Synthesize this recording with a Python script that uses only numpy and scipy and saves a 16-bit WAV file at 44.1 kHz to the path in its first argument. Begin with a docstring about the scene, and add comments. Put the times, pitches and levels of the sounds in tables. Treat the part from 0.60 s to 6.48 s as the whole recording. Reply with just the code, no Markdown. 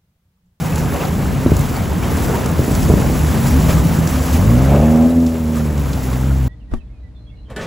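"""Shallow river, from the open window of a four-wheel-drive on rough ground.
The near V6 revs up and falls back: low exhaust orders boom in the cab, ragged firings rasp in the pipe.
Before that, a second vehicle growls into the ford, and the ground shakes and thumps the body.
Water runs throughout: ringing bubbles and drops over rush and hiss, with sloshes, splashes and plinks."""
import sys
import numpy as np
from scipy import signal
from scipy.fft import rfft, irfft
from scipy.io import wavfile

SR = 44100
rng = np.random.default_rng(int(sys.argv[2]) if len(sys.argv) > 2 else 0)


def file_out(sig):
    """Save sig as 16-bit WAV at sys.argv[1]."""
    # one column per channel
    cols = np.atleast_2d(sig).T
    # limit, then scale
    lim = np.clip(cols, -1, 1)
    pcm = np.round(lim * 32767).astype(np.int16)
    wavfile.write(sys.argv[1], SR, pcm)


N = 259308
TIME_S = np.arange(N) / SR
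REF_PULSE_HZ = 39.3  # engine speed at which order levels are stated
CUTOFF_HZ = 15850

# near engine speed (time [s], pulse rate of one cylinder bank [Hz])
NEAR_SPEED = [(3.71, 18.8), (3.75, 19.4), (3.9, 28.4), (4.0, 32), (4.14, 35.9), (4.25, 38.4), (4.41, 39.8),
              (4.52, 41.9), (4.76, 40.3), (4.86, 39.4), (5.05, 38.3), (5.19, 35.7), (5.4, 31.8),
              (5.6, 31.5), (5.68, 34), (5.88, 31.6)]
# near throttle (time [s], opening [0-1])
NEAR_THROTTLE = [(3.7, .3), (3.82, 0.66), (4.06, 0.68), (4.15, 0.94), (4.28, 0.79), (4.45, 0.77),
                 (4.6, 0.55), (4.8, 0.37), (5.1, 0.41), (5.35, .15), (5.88, 0)]
# near boom (time [s], level [dB])
NEAR_BOOM_LEVEL = [(3.71, -10.5), (4.0, -15), (4.3, -14.5), (4.46, -18.5), (4.52, -22.5), (4.58, -16.5),
                   (4.76, -24), (4.86, -20.5), (5.2, -19), (5.45, -23), (5.7, -14), (5.88, -17)]
# near exhaust orders (multiple of pulse rate [-], full-throttle level [dB], speed slope [dB/octave])
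NEAR_BOOM_ORDERS = [(2, -0.5, 0.5), (4, 1, -2), (6, 5.5, 22), (8, -1, -3.5)]
# cab resonances (frequency [Hz], gain [dB])
CAB_RESPONSE = [(38, -25), (50, -6), (60, -1), (72, -0.5), (84, -5), (110, -0.5), (132, 0.5), (160, -4),
                (190, -4.5), (222, -7), (234, -0.5), (246, 3), (262, -3.5), (300, -9.5), (340, -5.5)]
# near exhaust pipe (frequency [Hz], gain [dB])
NEAR_PIPE_RESPONSE = [(170, 3), (260, 15), (350, -3.5), (410, 1.5), (490, -3), (570, 4.5), (620, -3),
                      (680, -0.5), (780, -8), (900, -9.5), (1300, -15), (2500, -22)]

# second vehicle: crawl, two blips, ford (time [s], pulse rate of one cylinder bank [Hz], level [dB])
FORDING_RUN = [(0, 40.5, -22.5), (.3, 38, -22.5), (.4, 38.7, -33), (.6, 39, -27.5), (1.1, 34, -28.5),
               (1.6, 33.7, -25.5), (2.44, 35.7, -29), (2.55, 36.3, -23), (2.67, 40, -19.5),
               (2.76, 31.2, -21.5), (2.86, 33.4, -17), (2.98, 37.2, -14), (3.1, 41.1, -18),
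               (3.22, 42.2, -15), (3.4, 40.6, -17), (3.55, 36.5, -19.5), (3.67, 37.2, -19), (3.74, 35, -17)]
# its exhaust orders (multiple of pulse rate [-], level [dB], speed slope [dB/octave])
FORDING_BOOM_ORDERS = [(2, 0.5, -2), (4, 0, -3), (6, -10.5, -4), (7, -2.5, -7)]
# its exhaust resonances (frequency [Hz], gain [dB])
FORDING_PIPE_RESPONSE = [(60, -13), (67, -20), (71, -0.5), (75, 1), (84, -5), (120, -5), (136, -4),
                         (147, -7), (157, 1.5), (167, 3.5), (200, -6), (232, -1.5), (256, -1), (280, -13.5),
                         (300, -9)]

# blows to the body (time [s], level [dB], contact cut-off [Hz])
BUMP_HITS = [(.730, -10, 500), (.862, 0, 650), (.870, -6, 400), (.918, 1, 547), (.996, -11, 150),
             (1.195, -9, 200), (1.993, -3.5, 546), (2.015, -12, 600), (2.079, -6.5, 700), (2.112, -5, 550),
             (2.256, -6.5, 300), (2.288, -4, 501), (2.300, 2, 750), (2.317, -3, 595), (2.338, -1, 650),
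             (2.375, -8, 650), (2.401, -6, 620), (2.499, -4.5, 600), (3.387, -7, 300)]
# body modes (frequency [Hz], level [dB], t60 [s])
BODY_MODES = [(72.4, -18, 0.07), (140, -0.5, 0.075), (210, -2, 0.035), (277, 4.5, 0.023), (410, -1, 0.02),
              (533, -6, 0.018)]
# cab vibration (time [s], shake level [dB], panel drone level [dB])
RUMBLE_LEVELS = [(0, -23, -24.5), (.3, -20.5, -22.5), (.4, -29.5, -24.5), (.58, -20.5, -19),
                 (.8, -21, -20.5), (.98, -17.5, -20), (1.1, -23, -22), (1.62, -20, -21.5),
                 (1.8, -25, -22.5), (2.05, -21, -21), (2.3, -16.5, -16), (2.5, -18.5, -19.5),
                 (2.95, -21.5, -19.5), (3.17, -14, -19), (3.42, -23, -20), (3.65, -32, -26.5),
                 (3.92, -19, -17), (4.35, -25.5, -32), (4.8, -31.5, -32), (5.3, -24.5, -24.5),
                 (5.88, -28.5, -28.5)]
# deep shake (frequency [Hz], spectral density [dB])
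SHAKE_SPECTRUM = [(22, -26), (38, -10.5), (53, -1.5), (80, 2.5), (105, -2.5), (125, -7)]
# panel drone (frequency [Hz], spectral density [dB])
DRONE_SPECTRUM = [(105, -11.5), (140, 1), (165, -0.5), (195, -4.5), (260, -7), (340, -15.5), (500, -26.5),
                  (800, -41)]

# river flow (time [s], gurgle level [dB], spray level [dB])
FLOW_LEVELS = [(0, -33.5, -39.5), (.85, -33.5, -40.5), (1.0, -32, -37), (1.35, -33, -41),
               (1.62, -30.5, -35), (1.85, -32, -38.5), (2.2, -32, -34.5), (2.65, -31.5, -36),
               (3.05, -30.5, -34.5), (3.4, -32, -36.5), (3.72, -31, -34.5), (3.9, -31.5, -38),
               (4.15, -31, -39), (4.6, -40, -44.5), (5.1, -37.5, -43.5), (5.45, -35.5, -40.5),
               (5.88, -40, -47)]
# rush and bubbles (frequency [Hz], spectral density [dB])
GURGLE_SPECTRUM = [(200, 2.5), (330, 7.5), (500, 5.5), (750, 2.5), (1100, 0.5), (1600, -5), (2400, -9.5),
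                   (3400, -15.5), (5000, -28)]
# hiss and drops (frequency [Hz], spectral density [dB])
SPRAY_SPECTRUM = [(1500, -3), (2800, -2), (4300, -3), (6000, 0), (7500, 1), (10000, 2), (12500, -4),
                  (15500, 1.5), (19000, 3.5)]
# waves at the tyres (time [s], river swell [dB], extra low-gurgle swell [dB], ebb time [s])
SLOSH_WAVES = [(.06, 2.5, 0.5, 0.029), (.18, 1.5, 0, .05), (.345, 2.5, 5.5, 0.054), (.425, 3.5, 5.5, 0.056),
               (1.08, 0.5, -6, .04), (1.16, 2, -4, 0.026), (1.72, -0.5, 5.5, 0.19), (2.33, -1, 3, 0.17),
               (2.41, 2, 3, 0.058), (2.86, 1.5, 0.5, 0.062), (3.1, 3, 0, 0.043), (3.5, 1, -9, 0.022),
               (3.75, 3, -4, .025), (4.75, 2, 6, 0.025), (4.96, 5, -4, 0.043), (5.53, 1.5, 3, 0.04),
               (5.62, 1, 3, .03)]
# close splashes (time [s], level [dB], band frequency [Hz], t60 [s])
SPLASH_BURSTS = [(.1586, -20.5, 8100, 0.027), (.180, -26, 7000, 0.058), (0.349, -43, 2000, .12),
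                 (.452, -28, 4000, .04), (.967, -18.5, 9000, 0.022), (0.9934, -13, 11000, .008),
                 (1.437, -32, 3300, 0.059), (1.859, -20.5, 9000, 0.027), (2.151, -21, 7000, .04),
                 (3.09, -23, 2199, 0.17), (3.474, -21, 7000, 0.037), (3.7265, -28, 6000, 0.061),
                 (4.36, -31, 7000, .03), (4.6015, -35, 5990, 0.033), (4.6644, -29, 5995, 0.065),
                 (4.957, -38, 6020, 0.11), (5.178, -28.5, 7000, 0.022), (5.331, -28, 5000, .06),
                 (5.433, -30, 7494, .03), (5.531, -28, 2504, 0.045)]
# single ringing drops (time [s], level [dB], start pitch [Hz], t60 [s])
PLINK_DROPS = [(.125, -29, 2620, .05), (.408, -25, 2640, 0.047), (.485, -29, 12300, .06),
               (.868, -37, 3900, .12), (1.160, -31, 4500, 0.062), (1.436, -31, 3150, .11),
               (1.740, -15.5, 907, 0.056), (3.088, -31, 2050, 0.032), (4.505, -36, 3875, .04),
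               (4.968, -26, 1230, 0.055), (5.706, -29, 1422, .05)]

# left-right likeness of noise beds (frequency [Hz], correlation [0-1])
STEREO_CORRELATION = [(60, 0.96), (250, 0.81), (500, 0.67), (1100, 0.57), (2200, 1), (3100, 0.86),
                      (4200, 1), (16000, 0.99)]
# right-channel treble phase (frequency [Hz], lag [turns])
RIGHT_PHASE_LAG = [(7900, 0), (8100, -.33), (8350, -.49), (9500, -.48), (11000, 0), (11650, 0),
                   (11800, .13), (13400, .5), (15100, .88), (15250, 1)]


def near_engine(odd_db=-20, open_rasp_db=-17.5, shut_loss_db=24, shut_dulling_db_per_oct=6):
    """V6: boom plus pipe-coloured firing harmonics, ragged and hissing under load."""
    pulse_hz, = curves(NEAR_SPEED)
    boom_db, = curves(NEAR_BOOM_LEVEL)
    throttle, = curves(NEAR_THROTTLE)
    shut = 1 - throttle
    tone, phase = boom(pulse_hz, boom_db + 1.1, NEAR_BOOM_ORDERS, CAB_RESPONSE, jitter=.0051,
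                       waver_db=1.3, dulling_db_per_oct=shut_dulling_db_per_oct * shut)
    rough = .18 + .38 * throttle ** 2
    edge_hz = 505 + 650 * throttle ** 3
    rasp, power = 0, 0
    for k in range(round(NEAR_BOOM_ORDERS[-1][0]) + 1, 36):
        hz = k * pulse_hz
        imbalance_db = k % 2 * odd_db * (1 - rough)  # odd orders: the two banks fire unequally
        gain = from_db(at_hz(NEAR_PIPE_RESPONSE, hz) + imbalance_db) / np.sqrt(1 + (hz / edge_hz) ** 9)
        smear_rad = rng.uniform(0, 2 * np.pi)  # silencer reflections
        rasp += gain * np.cos(k * phase - smear_rad + 1.1 * rough * drift(6.7))
        power += gain ** 2 / 2
    rasp = rasp / np.sqrt(power) * (1 + .5 * rough * drift(54))
    gas = butter(rng.standard_normal(N), [500, 830], "band") * (1 + .21 * np.cos(2 * phase))
    rasp += 1.06 * rough * unit_rms(gas)
    rasp *= from_db(open_rasp_db - shut_loss_db * shut)
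    return (tone + rasp * from_db([[.5], [-.5]])) * gate(NEAR_SPEED, fade_s=.06)


def fording_engine(flutter=.33):
    """Second vehicle: exhaust growl, firings of varying strength."""
    pulse_hz, level_db = curves(FORDING_RUN)
    tone, _ = boom(pulse_hz, level_db - 1.5, FORDING_BOOM_ORDERS, FORDING_PIPE_RESPONSE,
                   jitter=.008, waver_db=1.8)
    return tone * gate(FORDING_RUN, fade_s=.086) * (1 + flutter * drift(35))


def boom(pulse_hz, level_db, orders, response, jitter, waver_db, dulling_db_per_oct=0):
    """Low exhaust orders of an uneven crank sweep through resonances. Returns tone, phase [rad]."""
    phase = 2 * np.pi * np.cumsum(pulse_hz * (1 + jitter * drift(23.4))) / SR
    speed_oct = np.log2(pulse_hz / REF_PULSE_HZ)
    tone = 0
    for multiple, db, db_per_oct in orders:
        k = round(multiple)
        gain_db = level_db + db + db_per_oct * speed_oct + at_hz(response, k * pulse_hz)
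        gain_db -= dulling_db_per_oct * np.log2(k / 2)
        tone -= from_db(gain_db + waver_db * drift(29)) * np.cos(k * phase)
    return np.sqrt(2) * tone, phase


def bumps(crunch_db=-13, crunch_t60_s=.14):
    """Soft blows ring the body modes; loose stones crunch after each."""
    out, age_s = np.zeros(N), TIME_S[:SR // 4]
    for time_s, db, contact_hz in BUMP_HITS:
        blow = butter(signal.unit_impulse(len(age_s)), [70, contact_hz], "band")
        thud = sum(from_db(mode_db + rng.normal(0, .77)) * ring(blow, hz, t60_s)
                   for hz, mode_db, t60_s in BODY_MODES)
        stones = butter(rng.standard_normal(len(age_s)), [contact_hz / 4, contact_hz * .584], "band")
        crunch = from_db(crunch_db) * unit_rms(stones) * decay(age_s, crunch_t60_s)
        add_at(out, time_s, -from_db(db) * (thud / np.abs(thud).max() + crunch))
    return out


def body_rumble():
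    """Tyres on stones and the driveline shake the cab; its panels drone."""
    shake_db, drone_db = curves(RUMBLE_LEVELS)
    shake = from_db(shake_db + .5) * banded_noise(SHAKE_SPECTRUM, flicker_db=.6, flicker_hz=13)
    drone = from_db(drone_db + .5) * banded_noise(DRONE_SPECTRUM, flicker_db=.5, flicker_hz=24)
    return (shake + drone) * from_db([[.2], [-.2]])


def river(surge_db_per_db=.36):
    """Bubbles over a low rush; fine drops over white-water hiss."""
    gurgle_db, spray_db = curves(FLOW_LEVELS)
    swell_db, low_swell_db = sloshing()
    rush = from_db(4.5) * banded_noise(GURGLE_SPECTRUM, flicker_db=1.28, flicker_hz=16.7)
    bubbles = grains(GURGLE_SPECTRUM, 384, 4280, per_s=1200, t60_cycles=24, pan_db=2)
    gurgle = rush + from_db(.5) * bubbles
    # large, low bubbles follow flow and waves
    surge_db = surge_db_per_db * (gurgle_db - gurgle_db.mean()) + low_swell_db
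    gurgle += (from_db(surge_db) - 1) * butter(gurgle, 600, "low", order=1)
    hiss = banded_noise(SPRAY_SPECTRUM, flicker_db=1, flicker_hz=34) * from_db(4.5 + .98 * drift(45))
    drops = grains(SPRAY_SPECTRUM, 2520, CUTOFF_HZ, per_s=3800, t60_cycles=11.6, pan_db=1.9)
    spray = hiss + from_db(-1) * drops
    return from_db(swell_db) * (from_db(gurgle_db) * gurgle + from_db(spray_db) * spray)


def grains(spectrum, low_hz, high_hz, per_s, t60_cycles, pan_db, size_db=3, pitches=28):
    """Bubbles or drops born in clumps, each ringing at one pitch. Stereo, rms 1."""
    births = np.flatnonzero(rng.random(N) < per_s * from_db(4 * drift(14)) / SR)
    sizes = from_db(size_db * np.minimum(rng.exponential(1, N), 4.5)) * rng.choice([-1, 1], N)
    pitch_index = rng.integers(0, pitches, N)
    out = np.zeros((2, N))
    for k, hz in enumerate(np.geomspace(low_hz, high_hz, pitches)):
        onsets = births[pitch_index[births] == k]
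        clicks = np.zeros(N)
        clicks[onsets] = sizes[onsets]
        pan = from_db(pan_db * rng.normal() * np.array([[1], [-1]]))
        out += pan * hz * from_db(at_hz(spectrum, hz)) * ring(clicks, hz, t60_cycles / hz)
    return unit_rms(out)


def sloshing(rise_ratio=.47):
    """Waves build fast, then ebb. Returns swell [dB] of the river and of its low gurgle."""
    swell_db, low_swell_db = 0, 0
    for time_s, db, extra_db, ebb_s in SLOSH_WAVES:
        width_s = np.where(TIME_S < time_s, rise_ratio * ebb_s, ebb_s)
        wave = np.exp(-((TIME_S - time_s) / width_s) ** 2)
        swell_db += db * wave
        low_swell_db += extra_db * wave
    return swell_db, low_swell_db


def splashes():
    """Close spatter: short bursts of spiky noise."""
    out, age_s = np.zeros(N), TIME_S[:SR // 4]
    for time_s, db, hz, t60_s in SPLASH_BURSTS:
        spatter = butter(rng.laplace(size=len(age_s)), [hz / 1.48, hz * 1.22], "band", order=1)
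        add_at(out, time_s, from_db(db - 2) * unit_rms(spatter) * decay(age_s, t60_s))
    return out


def plinks(glide_per_s=.18, attack_s=.00077):
    """Trapped bubbles ring, rising slightly in pitch."""
    out, age_s = np.zeros(N), TIME_S[:SR // 8]
    for time_s, db, hz, t60_s in PLINK_DROPS:
        envelope = (1 - np.exp(-age_s / attack_s)) * decay(age_s, t60_s)
        tone = np.sin(2 * np.pi * hz * age_s * (1 + glide_per_s * age_s))
        add_at(out, time_s, from_db(db) * envelope * tone)
    return out


def echoes(x, echo_db, count=9):
    """Dull side reflections off the river bank and the vehicles."""
    lags = (rng.uniform(.00624, .09, count) * SR).astype(int)
    dull = butter(x.mean(axis=0), 1400, "low")
    delayed = np.array([np.pad(dull, (lag, 0))[:N] for lag in lags])
    gains = from_db(echo_db) * unit_rms(rng.normal(size=count))
    return gains @ delayed * np.array([[1], [-1]])


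def banded_noise(spectrum, flicker_db, flicker_hz):
    """Stereo noise; each band has its own flicker and left-right correlation. Rms 1."""
    top_hz = min(spectrum[-1][0], CUTOFF_HZ + 2000)
    edges_hz = np.geomspace(spectrum[0][0], top_hz, len(spectrum) + 4)
    white = rng.standard_normal((2, 2, N))
    out = 0
    for k, (low_hz, high_hz) in enumerate(zip(edges_hz, edges_hz[1:])):
        mid, side = butter(white[k % 2], [low_hz, high_hz], "band")
        hz = np.sqrt(low_hz * high_hz)
        correlation = at_hz(STEREO_CORRELATION, hz)
        gain = from_db(at_hz(spectrum, hz) + flicker_db * drift(flicker_hz))
        out += gain * (np.sqrt(1 + correlation) * mid + np.sqrt(1 - correlation) * side * [[1], [-1]])
    return unit_rms(out)


def drift(corner_hz):
    """Slow random wander, rms 1."""
    step, settle = 20, 2000
    pole = np.exp(-2 * np.pi * corner_hz * step / SR)
    white = rng.standard_normal(N // step + settle + 2)
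    slow = signal.lfilter([1], [1, -2 * pole, pole * pole], white)[settle:]
    return np.interp(np.arange(N) / step, np.arange(len(slow)), unit_rms(slow))


def ring(x, hz, t60_s):
    """Resonator: unit click in, decaying unit sine out."""
    radius, angle = from_db(-60 / (t60_s * SR)), 2 * np.pi * hz / SR
    return signal.lfilter([0, np.sin(angle)], [1, -2 * radius * np.cos(angle), radius ** 2], x + 1e-18)


def butter(x, hz, kind, order=2):
    """Butterworth filter."""
    sections = signal.butter(order, np.clip(hz, 10, .48 * SR), kind, fs=SR, output="sos")
    return signal.sosfilt(sections, x + 1e-18)


def gate(rows, fade_s):
    """Open over a table's time span."""
    fade_in = np.clip((TIME_S - rows[0][0]) / fade_s + .5, 0, 1)
    fade_out = np.clip((rows[-1][0] - TIME_S) / fade_s + 1, 0, 1)
    return fade_in * fade_out


def decay(age_s, t60_s):
    """Exponential fade."""
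    return np.exp(-np.log(1000) * age_s / t60_s)


def add_at(out, time_s, x):
    """Mix x into out."""
    start = round(time_s * SR)
    out[start:start + len(x)] += x


def curves(rows):
    """Value columns of a time table, per sample."""
    times_s, *columns = np.transpose(rows)
    return [np.interp(TIME_S, times_s, column) for column in columns]


def at_hz(rows, hz):
    """Table value on a log-frequency axis."""
    table_hz, values = np.transpose(rows)
    return np.interp(np.log(hz), np.log(table_hz), values)


def from_db(db):
    """Decibels to gain."""
    return 10 ** (np.asarray(db) / 20)


def unit_rms(x):
    """Scale to rms 1."""
    return x / np.sqrt(np.mean(x ** 2) + 1e-20)


def scene():
    """Vehicles, their echoes, water."""
    vehicles = near_engine() + fording_engine() + bumps()
    return vehicles + echoes(vehicles, echo_db=-30) + body_rumble() + river() + splashes() + plinks()


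def record(dry):
    """Subsonic cut, soft clip, right-channel treble phase lag, top cut."""
    lean = butter(dry, 13, "high")
    clipped = lean / (1 + lean ** 6) ** (1 / 6)
    hz = np.arange(N // 2 + 1) * SR / N
    lag_turns = np.interp(hz, *np.transpose(RIGHT_PHASE_LAG))
    phase_shift = np.exp(-2j * np.pi * lag_turns * [[0], [1]])
    low_pass = np.clip((CUTOFF_HZ - hz) / 150, 0, 1)
    return irfft(rfft(clipped) * phase_shift * low_pass, N)


dry = scene()
out = record(dry)
file_out(out)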